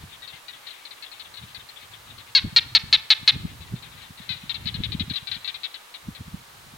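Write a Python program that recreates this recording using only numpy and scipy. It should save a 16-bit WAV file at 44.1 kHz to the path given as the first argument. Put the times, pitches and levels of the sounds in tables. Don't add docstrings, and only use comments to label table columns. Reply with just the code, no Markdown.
import sys
import numpy as np
from scipy import signal
from scipy.fft import rfft, irfft, next_fast_len
from scipy.io import wavfile
from scipy.ndimage import uniform_filter1d

SR = 44100
rng = np.random.default_rng(int(sys.argv[2]) if len(sys.argv) > 2 else 0)


def to_wav(sig):
    pcm = np.clip(np.atleast_2d(sig), -1, 1) * 32767
    pcm = np.round(pcm).astype(np.int16)
    wavfile.write(sys.argv[1], SR, pcm.T)


N = 298557


def undb(db):
    return 10 ** (np.asarray(db) / 20)


def level(x, db):
    return x * undb(db) / np.sqrt(np.mean(x ** 2))


def along(points, size):
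    hz, value = np.transpose(points)
    bin_hz = np.arange(size // 2 + 1) * SR / size
    return np.interp(np.log(bin_hz + 1), np.log(hz), value)


def response(points, size=1024):
    cepstrum = irfft(np.log(undb(along(points, size))))
    cepstrum[1:size // 2] *= 2
    cepstrum[size // 2 + 1:] = 0
    return irfft(np.exp(rfft(cepstrum)))[:size // 2]


def dull(x, edge_hz, order=8):
    hz = np.arange(len(x) + 1) * SR / (2 * len(x))
    return irfft(rfft(x, 2 * len(x)) / (1 + (hz / edge_hz) ** order))[:len(x)]


def noise(points, likeness):
    size = next_fast_len(N, True)
    mid, side = rfft(rng.standard_normal((2, size))) * undb(along(points, size))
    mid, side = mid * np.sqrt(1 + likeness), side * np.sqrt(1 - likeness)
    return level(irfft([mid + side, mid - side], size)[:, :N], 0)


def flutter(rate_hz):
    step = int(SR / rate_hz)
    held = np.repeat(rng.standard_normal(N // step + 1), step)
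    return level(uniform_filter1d(held, step)[:N], 0)


def add(out, start_s, sound, pan_db=0, lag_s=0):
    for ear, at, gain in ((0, start_s, 1), (1, start_s + lag_s, undb(-pan_db))):
        i = max(int(round(at * SR)), 0)
        part = sound[:max(N - i, 0)]
        out[ear, i:i + len(part)] += gain * part


# f/Hz, level/dB
HISS_COLOUR = [(25, -7), (100, -18), (300, -4), (700, 1), (900, 4.5), (1060, 3.5), (1200, 6), (1380, 1.5),
               (1580, 2.5), (2500, -0.5), (4000, 0), (5200, -6), (9000, -8), (16000, -12)]
# f/Hz, likeness (0 to 1)
HISS_LIKENESS = [(60, 1), (290, 0.45), (640, 0.038), (1400, 0.061), (3100, 0.13), (6800, 0.41),
                 (15000, 0.46)]


def background_hiss():
    return noise(HISS_COLOUR, along(HISS_LIKENESS, next_fast_len(N, True))) * undb(-48)


# t/s, level/dB
WIND_STRENGTH = [(0.0, -42.5), (0.17, -63.5), (0.9, -76), (1.21, -69), (1.47, -54), (1.7, -68), (1.96, -61),
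                 (2.13, -46), (2.41, -74), (2.58, -50), (2.77, -49), (3.0, -53.5), (3.26, -61),
                 (3.39, -35.5), (3.62, -47.5), (3.92, -48.5), (4.15, -66), (4.28, -55), (4.71, -47.5),
                 (4.86, -42), (4.96, -38), (5.11, -55), (5.49, -60), (5.62, -68), (5.88, -80), (6.11, -74),
                 (6.22, -67.5), (6.77, -51.5)]
# t/s, level/dB
EDDY_THUMPS = [(.04, -33), (0.342, -44.5), (1.44, -35), (2.449, -18), (2.531, -30), (2.841, -29.5),
               (3.232, -34.5), (3.364, -25.5), (3.454, -17), (3.741, -21), (4.109, -35), (4.205, -33),
               (4.305, -33), (4.44, -33), (4.662, -25), (4.753, -23), (4.805, -19), (4.952, -18),
               (5.01, -19), (5.082, -29.5), (5.112, -24), (5.231, -38), (5.367, -38.5), (6.088, -20.5),
               (6.211, -29.5), (6.282, -30), (6.345, -23), (6.74, -38.5)]
# f/Hz, level/dB
WIND_COLOUR = [(20, -30), (45, -5.5), (80, 1), (120, 3), (190, -8), (270, -13.5), (400, -21.5), (700, -43),
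               (2000, -100)]


def wind(eddy_hz=167.6, wake_db=-12, wake_s=0.021, flutter_db=3.5):
    now = np.arange(N) / SR
    strength = undb(np.interp(now, *np.transpose(WIND_STRENGTH)))
    thumps, t = np.zeros((2, N)), np.arange(-SR // 50, SR // 50) / SR
    for peak_s, db in EDDY_THUMPS:
        phase, pan_db, lag_s, stretch = rng.normal(0, [.8, 1.2, .0007, .1])
        cycles = t * eddy_hz * (1 + stretch)
        swirl = np.exp(-(cycles / .62) ** 2) * np.sin(2 * np.pi * cycles + phase)
        add(thumps, peak_s + t[0], swirl * undb(db), pan_db, lag_s)
        wake = undb(db + wake_db) * np.exp(-np.abs(now - peak_s) / wake_s)
        strength = np.hypot(strength, wake)
    return thumps + noise(WIND_COLOUR, likeness=0.86) * strength * undb(flutter_db * flutter(40))


# f/Hz, level/dB
GROUND_COLOUR = [(900, -1.5), (2200, -4.5), (3300, -8.5), (4350, -15), (5500, -4), (9000, -30)]


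def ground(x, echo_db, tail_db, echo_s, die_away_s):
    t = np.arange(SR // 2) / SR
    grains = rng.standard_normal((2, len(t))) * (rng.random(len(t)) < .12) * (t > .003)
    tail = grains * undb(-60 * t / die_away_s)
    paths = undb(tail_db) * tail / np.linalg.norm(tail[0])
    paths[:, int(echo_s * SR)] += undb(echo_db)
    paths = signal.fftconvolve(paths, response(GROUND_COLOUR)[None], axes=1)
    return signal.fftconvolve(x[None, 0], paths, axes=1)[:, :N]


def through_grass(sound, rasp_db, spread_s=0.0078, size=900):
    stalks = rng.standard_normal(size) * np.exp(-np.arange(size) / SR / spread_s)
    copies = signal.fftconvolve(sound, stalks / np.linalg.norm(stalks))
    return np.pad(sound, (0, size - 1)) + undb(rasp_db) * dull(copies, edge_hz=3290, order=4)


# f/Hz, level/dB
BURROW_COLOUR = [(300, -33), (600, -32), (880, -5.5), (1100, -8), (1500, -1), (2200, 5), (2900, 1.5),
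                 (3550, 1), (4300, -2), (5100, -5.5), (6200, -5.5), (8000, -14), (15000, -37)]
# f/Hz, level/dB
SAND_COLOUR = [(500, -1), (1500, 1.5), (2500, 1.5), (3800, 2.5), (4800, 2.5), (6500, -5), (12000, -14)]


def burrow(far):
    mouth = response(BURROW_COLOUR)
    return np.convolve(mouth, response(SAND_COLOUR)) if far else mouth


def bark(colour, rate_hz, length_s, throat_hz, db,
         slow_start, slow_end, damping_hz, sag, fade_db, jitter, uneven_db, size=3000):
    count = max(int(round(length_s * rate_hz)), 2)
    k = np.arange(count)
    chance = rng.standard_normal((40, 3))
    slowing = slow_start / (k + 1) ** 1.3 + slow_end / (count - k) ** 1.3
    gaps_s = (1 + slowing + jitter * chance[:count, 0]) / rate_hz
    click_s = np.append(0, np.cumsum(gaps_s))[:, None]
    progress = click_s / click_s[-1]
    push = undb(-fade_db * progress ** 2 + uneven_db * chance[:count + 1, 1:2])
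    ring_hz = throat_hz * (1 - sag * progress ** 2 + 0.031 * chance[:count + 1, 2:])
    t = np.arange(size) / SR
    age = np.maximum(t - click_s, 0)
    decay = np.exp(-np.pi * damping_hz * (1 + progress ** 2) * age)
    rings = push * decay * np.sin(2 * np.pi * ring_hz * age)
    sound = signal.fftconvolve(rings.sum(axis=0), colour)[:size]
    spent = np.minimum(t / click_s[-1], 1)
    sound = sound + spent * (dull(sound, edge_hz=5500) - sound)
    opening = sound[:int(.018 * SR)]
    return sound * undb(db) / np.sqrt(np.mean(opening ** 2))


def colony(count=100, until_s=5.5):
    out, colour = np.zeros((2, N)), burrow(far=True)
    voice = dict(slow_start=.06, slow_end=.5, damping_hz=610, sag=.08,
                 fade_db=5, jitter=.025, uneven_db=1.2)
    for when, pace, throat, distance, side in rng.random((count, 5)):
        sound = bark(colour, rate_hz=310 + 170 * pace, length_s=.03,
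                     throat_hz=3600 + 600 * throat, db=-53 - 2.5 * distance, **voice)
        add(out, when * until_s, through_grass(sound, rasp_db=11), pan_db=10 * side + 19)
    return out


# first click rate/Hz, throat f/Hz, base level/dB, fade over the run/dB, bark starts t/s
NEIGHBOUR_RUNS = [(399.4, 3680, -48, 10, [0.119, .325, 0.529, 0.735, 1.063, 1.247, 1.424, 1.595, 1.76, 1.935, 2.1, 2.275]),
                  (401, 4150, -38, 4.5, [.221, .701, 0.909, 1.116, 1.34, 1.689, 2.182]),
                  (558, 4250, -34.5, 1, [.275, .482, .669, .852, 1.024, 1.197, 1.371, 1.547]),
                  (455, 4020, -43.5, 6, [3.605, 3.825, 4.019, 4.215, 4.416]),
                  (463, 4080, -49.5, -8, [3.754, 3.975, 4.175, 4.365]),
                  (530, 4006, -21, 3, [4.291, 4.495, 4.672, 4.836, 4.997, 5.158, 5.315, 5.477, 5.64]),
                  (507, 4120, -25.5, 4, [4.32, 4.544, 4.742, 4.92, 5.099, 5.272, 5.446, 5.634]),
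                  (437, 4070, -28.5, 8, [4.657, 5.137, 5.344, 5.543, 5.742, 5.941, 6.15])]


def neighbours(warm_up_db=2, tiring=.12):
    out, colour = np.zeros((2, N)), burrow(far=True)
    voice = dict(slow_start=.06, slow_end=.5, damping_hz=210, sag=.16,
                 fade_db=9, jitter=.02, uneven_db=1)
    for first_hz, throat_hz, base_db, fade_db, starts in NEIGHBOUR_RUNS:
        for k, start_s in enumerate(starts):
            db = base_db - warm_up_db / (k + 1) - fade_db * (k / (len(starts) - 1)) ** 2
            length_s = .026 * (1.4 if k == 0 else 1)
            sound = bark(colour, first_hz / (k + 1) ** tiring, length_s, throat_hz, db, **voice)
            rasp_db = -22 - 0.74 * db
            add(out, start_s, through_grass(sound, rasp_db), pan_db=17.5, lag_s=3 / SR)
    return out


# t/s, click rate/Hz, length/s, level/dB
CLOSE_BARKS = [(2.3504, 567, 0.039, -10), (2.5627, 498.3, .0285, -8.5), (2.75, 480, 0.026, -9.5),
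               (2.9276, 472, 0.029, -9.5), (3.1035, 468.8, 0.0272, -9), (3.2771, 465, .026, -9)]
# f/Hz, level/dB
CLICK_HISS_COLOUR = [(1500, -7), (4000, -8), (7000, -3), (10500, -0.5), (15000, -20)]


def close_gecko(throat_hz=4330, sink_hz=38):
    out, colour = np.zeros((2, N)), burrow(far=False)
    voice = dict(damping_hz=190, sag=.12, fade_db=8.5, jitter=.009, uneven_db=.9)
    for k, (start_s, rate_hz, length_s, db) in enumerate(CLOSE_BARKS):
        clicks = rate_hz * length_s
        sound = bark(colour, rate_hz, length_s, throat_hz - sink_hz * k, db,
                     slow_start=.0498 * k, slow_end=.06 * clicks, **voice)
        hiss = signal.fftconvolve(rng.standard_normal(len(sound)), response(CLICK_HISS_COLOUR))
        power = np.abs(signal.hilbert(sound)) ** 2
        add(out, start_s, sound + level(hiss[:len(sound)], -33.5) * power, pan_db=2.5)
    return out


def scene():
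    close, others = close_gecko(), neighbours()
    scatter = ground(close, echo_db=-16, tail_db=-11, echo_s=0.045, die_away_s=0.65)
    scatter += ground(others, echo_db=-18, tail_db=-8, echo_s=0.062, die_away_s=0.84)
    return background_hiss() + colony() + wind() + scatter + others + close


def record(dry, ceiling=1.0, top_hz=16100):
    treble_cut = signal.ellip(10, .1, 60, top_hz, fs=SR, output="sos")
    return signal.sosfiltfilt(treble_cut, np.clip(dry, -ceiling, ceiling))


dry = scene()
out = record(dry)
to_wav(out)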